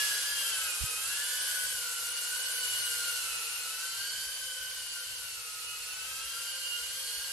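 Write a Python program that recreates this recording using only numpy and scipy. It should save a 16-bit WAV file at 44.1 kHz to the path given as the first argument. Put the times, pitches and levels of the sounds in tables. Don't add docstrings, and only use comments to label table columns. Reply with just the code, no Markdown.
import sys
import numpy as np
from scipy import signal
from scipy.fft import rfft, irfft
from scipy.io import wavfile
from scipy.ndimage import uniform_filter1d

SR = 44100
rng = np.random.default_rng(int(sys.argv[2]) if len(sys.argv) > 2 else 0)


def wrap_up_sound(samples):
    columns = np.atleast_2d(samples).T
    tamed = np.clip(columns, -1, 1)
    steps = np.round(tamed * 32767).astype(np.int16)
    wavfile.write(sys.argv[1], SR, steps)


def gain_from_db(level_db):
    decades = np.asarray(level_db, float) / 20
    return 10 ** decades


N = 322812

BLADES = 3
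HISS_DB = -5.5
# frequency in Hz, likeness from 0 to 1.
LIKENESS = [(60, 0.97), (200, 0.14), (450, 0.93), (1000, 0.7), (2000, 0.31), (3300, 0.033), (5000, 0.18),
            (6500, 0.17)]


def in_time(rows):
    seconds, *columns = np.transpose(rows)
    return np.array([np.interp(np.arange(N) / SR, seconds, column) for column in columns])


def at_hz(points, hz):
    point_hz, value = np.transpose(points)
    return np.interp(np.log(hz), np.log(point_hz), value)


def drift(rate_hz, count):
    step = 40
    r = np.exp(-2 * step * np.pi * rate_hz / SR)
    noise = rng.standard_normal((count, N // step + 2002))
    slow = signal.lfilter([1], [1, -2 * r, r * r], noise)[:, 2000:]
    slow = slow / slow.std(axis=1, keepdims=True)
    return np.array([np.interp(np.arange(N) / step, np.arange(len(s)), s) for s in slow])


def rotors(near_db):
    # start in seconds, pitch in Hz.
    throttle = [(0.0, 1526), (0.5, 1501), (0.73, 1368), (0.97, 1369), (1.2, 1548), (1.37, 1604),
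                (1.69, 1580), (1.89, 1440), (2.56, 1500), (3.18, 1455), (3.4, 1368), (3.7, 1390),
                (4.21, 1563), (5.18, 1495), (5.45, 1377), (5.83, 1376), (6.26, 1487), (7.3, 1530)]
    # start in seconds, change in Hz.
    nose_down = [(0.0, 153), (0.18, 110), (0.29, 136), (1.36, 85), (1.52, 86), (1.64, 55), (2.55, 25),
                 (3.0, 36), (3.28, 77), (3.6, 45), (3.76, -15), (3.9, -18), (4.07, 3), (4.92, 26),
                 (6.01, 72.5), (6.11, 136), (6.46, 67), (7.299, 75)]
    # start in seconds, change in Hz.
    roll = [(0.0, 34), (0.17, 47.3), (0.829, 37.6), (1.24, 57), (1.83, 13.2), (2.73, 43), (2.82, 13.9),
            (3.38, 33.5), (3.55, 63), (3.6, 60), (3.69, 76.2), (3.85, 88.4), (4.09, 61), (4.23, 31.6),
            (6.31, 28.6), (6.6, 14.6), (6.99, 9.8), (7.301, 15)]
    # start in seconds, change in Hz.
    yaw = [(0.0, -16), (0.79, 35), (1.09, 28), (1.59, -6), (1.82, 1), (1.89, -21), (2.118, 11), (2.37, 7),
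           (3.03, 31), (3.18, 3), (3.66, -8), (4.21, 28), (4.63, -12), (5.12, -23), (5.33, -0.5),
           (5.41, -22), (6.93, 1), (7.3, -3)]
    mixer = [
        [1, 1, 1, 1],
        [1, 1, -1, -1],
        [1, -1, 1, -1],
        [1, -1, -1, 1],
    ]
    commands = np.concatenate([in_time(c) for c in (throttle, nose_down, roll, yaw)])
    spin_up_s = .06
    commands = uniform_filter1d(commands, round(spin_up_s * SR), axis=1, mode="nearest")
    shaft_hz = np.array(mixer) @ commands / BLADES + 2.0 * drift(11.96, count=4)
    turns = np.cumsum(shaft_hz, axis=1) / SR + rng.random((4, 1))
    out = blade_tone(turns, near_db) + octave(turns, near_db)
    return out + twelfth(turns, shaft_hz, near_db) + unbalance(turns, shaft_hz, near_db)


def blade_tone(turns, near_db):
    mean_db = [
        [-55],
        [-55],
        [-55.5],
        [-53.5],
    ]
    # middle in seconds, gain in dB,
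    # half length in seconds.
    lobes = [
        [(0.0, 10.5, 0.18), (1.24, 4.5, 0.046), (2.4, 5, 0.08), (2.72, -8, 0.089), (4.0, 9, 0.089),
         (4.68, -14, 0.13), (4.96, 3, 0.045), (6.8, -12, 0.084)],
        [(2.16, -7, 0.17), (2.92, -15, 0.057), (3.48, -10, 0.085), (4.64, 4.5, 0.12), (4.92, -14, 0.067),
         (5.36, -10, 0.051), (7.12, -10, 0.034)],
        [(0.0, -12, 0.066), (0.76, -2.5, 0.26), (2.32, 6, 0.05), (3.0, 6.5, 0.3), (4.08, 3, 0.31),
         (4.96, 12, 0.04), (5.96, -7, 0.22), (6.76, -12, 0.12)],
        [(0.28, -10, 0.42), (1.56, 5.5, 0.17), (2.76, -12, 0.054), (3.28, -9, 0.43), (5.0, 5, 0.047),
         (6.76, 7, 0.077), (7.04, -12, 0.08)],
    ]
    level_db = beam(mean_db, 1.1, lobes, near_db)
    return tone(BLADES * turns, 1140, level_db, flutter_db=3.0, blur=0.19)


def octave(turns, near_db):
    mean_db = [
        [-57],
        [-56],
        [-54.5],
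        [-53],
    ]
    # middle in seconds, gain in dB,
    # half length in seconds.
    lobes = [
        [(0.08, 3, 0.08), (2.56, -5, 0.42), (2.88, 4.5, 0.089), (4.84, -8, 0.05), (5.68, 10, 0.079),
         (6.24, 6, 0.18), (6.8, -14, 0.081), (7.12, 9, 0.098)],
        [(0.44, 11.5, 0.12), (2.08, -9, 0.27), (2.12, 13, 0.05), (2.64, 11, 0.05), (2.88, -5, 0.082),
         (4.52, 8.5, 0.12), (4.92, -9, 0.049), (5.68, -14, 0.18), (6.72, 5.5, 0.26), (7.16, -14, 0.041)],
        [(0.0, 7.5, 0.053), (0.64, -10, 0.046), (2.88, 5.5, 0.31), (4.08, 8, 0.06), (4.68, -15, 0.05),
         (5.24, -6, 0.1), (7.32, -4, 0.12)],
        [(0.2, -9, 0.18), (1.8, -5, 0.18), (4.84, 4.5, 0.19), (6.76, 13, 0.079), (7.0, -6, 0.089)],
    ]
    level_db = beam(mean_db, 1, lobes, near_db)
    return tone(2 * BLADES * turns, 3000, level_db, flutter_db=3.0, blur=.8)


def twelfth(turns, shaft_hz, near_db):
    mean_db = [
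        [-62.0],
        [-58],
        [-60.5],
        [-58.5],
    ]
    # middle in seconds, gain in dB,
    # half length in seconds.
    lobes = [
        [(0.12, 8, 0.27), (6.48, 11, 0.12)],
        [(0.28, 9, 0.12), (0.84, -13, 0.16), (4.08, 10, 0.12), (6.88, 5, 0.18)],
        [(3.12, 7, 0.41), (4.08, 9.5, 0.16), (4.92, 6, 0.056), (5.52, -5, 0.27), (7.12, 11, 0.13)],
        [(0.52, -2, 0.4), (2.36, 3, 0.12), (3.96, 7, 0.14), (5.04, 5, 0.11), (6.72, 7, 0.12)],
    ]
    notch_hz, notch_width_hz = 3750, 260
    notch_db = -9 * np.exp(-((3 * BLADES * shaft_hz - notch_hz) / notch_width_hz) ** 2)
    level_db = beam(mean_db, 0.66, lobes, near_db) + notch_db
    return tone(3 * BLADES * turns, 4500, level_db, flutter_db=3.5, blur=1.1)


def unbalance(turns, shaft_hz, near_db):
    # multiple of shaft speed, level in dB when the hiss is at the reference.
    weak = [(1, -70.5), (2, -73.5)]
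    chipped_db = [
        [1],
        [-1],
        [-2],
        [-5],
    ]
    frame_hz, frame_width_hz = 503, 55
    reference_db = -44
    ring_db = -10 * np.log10(1 + ((shaft_hz - frame_hz) / frame_width_hz) ** 4)
    out = 0
    for multiple, db in weak:
        swell_db = 2.0 * drift(1.2, count=4)
        if multiple == 1:
            swell_db = swell_db + ring_db + chipped_db
        level_db = db + near_db + HISS_DB - reference_db + swell_db
        out = out + tone(multiple * turns, 500 * multiple, level_db, flutter_db=1.5, blur=.15)
    return out


def beam(mean_db, follows, lobes, near_db):
    t = np.arange(0, N, 100) / SR
    swells = []
    for rotor in lobes:
        swell = sum(db * np.exp(-.5 * ((t - s) / width) ** 2) for s, db, width in rotor)
        swells.append(np.interp(np.arange(N) / SR, t, swell))
    usual_near_db = -39
    distance_db = follows * (near_db - usual_near_db)
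    fading_db = 1.5 * drift(3.0, count=4)
    return mean_db + distance_db + fading_db + np.array(swells)


def tone(cycles, hz, level_db, flutter_db, blur):
    phase = 2 * np.pi * cycles + blur * drift(20.2, count=4)
    mid = gain_from_db(flutter_db * drift(20.7, count=4)) * np.sin(phase)
    alike = np.clip(at_hz(LIKENESS, hz), 0, 1)
    a, b = drift(4.5, count=4), drift(3.7, count=4)
    side = np.sqrt((1 - alike) / (1 + alike) / 2) * (a * np.sin(phase) + b * np.cos(phase))
    gain = np.sqrt(2) * gain_from_db(level_db)
    mid, side = np.sum(gain * mid, axis=0), np.sum(gain * side, axis=0)
    return np.array([mid + side, mid - side])


def hiss(level_db, top_db, low_db):
    # frequency in Hz, level in dB per Hz.
    colour = [(290, -28), (480, -14.5), (620, -16), (760, -17), (1050, -12.5), (1900, -7.5), (2900, -3.5),
              (3600, -3.5), (4500, -1), (6500, -2.5), (11300, -0.5), (12600, -8.5), (14000, -15),
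              (15500, -23)]
    hz, pair = coloured(colour)
    scale = np.sqrt(np.mean(irfft(pair * ((hz > 5200) & (hz < 7000)), N) ** 2))
    centres = np.arange(7.5, 14.5, .5)
    together, own = drift(28.0, count=1), drift(16.0, count=len(centres))
    out = 0
    for centre, gust in zip(centres, own):
        band = np.clip(1 - 2 * abs(np.log2(hz) - centre), 0, 1)
        dulled = np.clip(2 * (centre - 12.5), 0, 1) * (top_db - top_db.mean())
        thinned = np.clip(10.5 - centre, 0, 1) * (low_db - low_db.mean() + 1.6 * gust)
        gusting = 0.27 * together + 0.45 * gust
        out = out + gain_from_db(level_db + dulled + thinned + gusting) * irfft(pair * band, N)
    return out / scale


def coloured(spectrum):
    hz = np.fft.rfftfreq(N, 1 / SR) + 1
    mid, side = rfft(rng.standard_normal((2, N)))
    alike = np.clip(at_hz(LIKENESS, hz), 0, 1)
    pair = np.sqrt(1 + alike) * mid + np.sqrt(1 - alike) * side * [[1], [-1]]
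    return hz, gain_from_db(at_hz(spectrum, hz)) * pair


def puff():
    # start in seconds, peak in dB, swing in Hz, rise in seconds.
    gulps = [
        (.8035, -30, 62, .017),
        (.8362, -27, 106.4, 0.005),
    ]
    return swings(gulps, sharp=1.8) * gain_from_db(np.array([[-32.0], [0]]))


def bumps():
    # start in seconds, peak in dB.
    knocks = [(.03, -57), (.31, -60), (.62, -58), (4.26, -59), (4.601, -60), (6.24, -58), (6.801, -61),
              (7.169, -57)]
    return swings([(s, db, 55, .018) for s, db in knocks], sharp=1.1)


def swings(rows, sharp):
    t, out = np.arange(N) / SR, 0
    for s, db, hz, rise_s in rows:
        age = np.clip(t - s, 0, 1) / rise_s
        swell = (age * np.exp(1 - age)) ** sharp
        out = out - gain_from_db(db) * swell * np.sin(2 * np.pi * hz * (t - s))
    return out


def rumble():
    # frequency in Hz, level in dB per Hz.
    colour = [(12, -30), (20, -12), (49, -1), (65, -2), (81, -7), (113, -0.5), (221, -19.5), (330, -18.5),
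              (430, -55), (730, -120)]
    hz, pair = coloured(colour)
    noise = irfft(pair * (hz < 500), N)
    return gain_from_db(-70 + 3.0 * drift(5.2, count=1)) * noise / noise.std()


def room(x):
    t60_s, echo_db = .35, -9
    t = np.arange(round(t60_s * SR)) / SR
    tail = rng.standard_normal((2, len(t))) * gain_from_db(-60 * t / t60_s) * (t > .006)
    tail = tail / np.sqrt(np.sum(tail ** 2, axis=1, keepdims=True))
    return x + gain_from_db(echo_db) * signal.fftconvolve(x, tail, axes=1)[:, :N]


def scene():
    # start in seconds, level in dB.
    near = [(0.0, -33), (0.33, -36.5), (0.41, -35), (0.92, -37.5), (1.45, -35.5), (1.94, -38.5),
            (2.87, -36), (3.71, -40), (4.22, -40.5), (4.59, -42), (5.59, -43.5), (6.38, -41), (6.75, -42),
            (6.77, -41), (7.32, -40)]
    # start in seconds, lift of the treble in dB.
    facing = [(0, -1), (.28, 0), (.5, 1.5), (1.8, 2.0), (2.9, 1), (3.8, -0.5), (5.5, -0.5), (6.05, -1),
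              (6.3, -0.5), (7.32, 0.3)]
    (near_db,), (top_db,) = in_time(near), in_time(facing)
    hiss_db = near_db + HISS_DB - 0.55 * (top_db - top_db.mean())
    air = hiss(hiss_db, top_db, low_db=0.17 * near_db)
    return room(rotors(near_db)) + air + rumble() + bumps() + puff()


def shared_treble(x):
    frame, offset, bins = 1024, 560, 32
    shared_hz, ragged_hz, top_hz = 6890, 12400, 15250
    frames = dict(fs=SR, window="cosine", nperseg=2 * frame, noverlap=frame)
    hz, _, (left, right) = signal.stft(np.pad(x, ((0, 0), (frame - offset, 0))), **frames)
    band = np.arange(len(hz)) // bins
    pan, flip, starve = rng.standard_normal((3, band[-1] + 1, left.shape[1] + 1))
    pan = np.round(0.66 * (pan[:, 1:] + pan[:, :-1]))[band]
    sign = np.where(flip[:, 1:] + .25 * flip[:, :-1] > 1.05, -1, 1)[band]
    treble = (hz >= shared_hz)[:, None]
    right = np.where(treble, sign * gain_from_db(1.16 * pan) * left, right)
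    left = np.where(treble, gain_from_db(-.8 * pan) * left, left)
    hunger = np.clip((hz - ragged_hz) / (top_hz - ragged_hz), 0, 1)[:, None]
    kept = starve[band, 1:] > 3.0 * hunger - 1.7
    kept = np.where(hunger > 0, kept & (hunger < 1), True)
    out = signal.istft(np.array([left, right]) * kept, **frames)[1]
    return out[:, frame - offset:frame - offset + N]


def band_limit(x):
    return signal.sosfilt(signal.butter(12, 15610, fs=SR, output="sos"), x)


def record(dry):
    ports = dry * gain_from_db(np.array([[-.2], [.2]]))
    return band_limit(shared_treble(ports))


dry = scene()
out = record(dry)
wrap_up_sound(out)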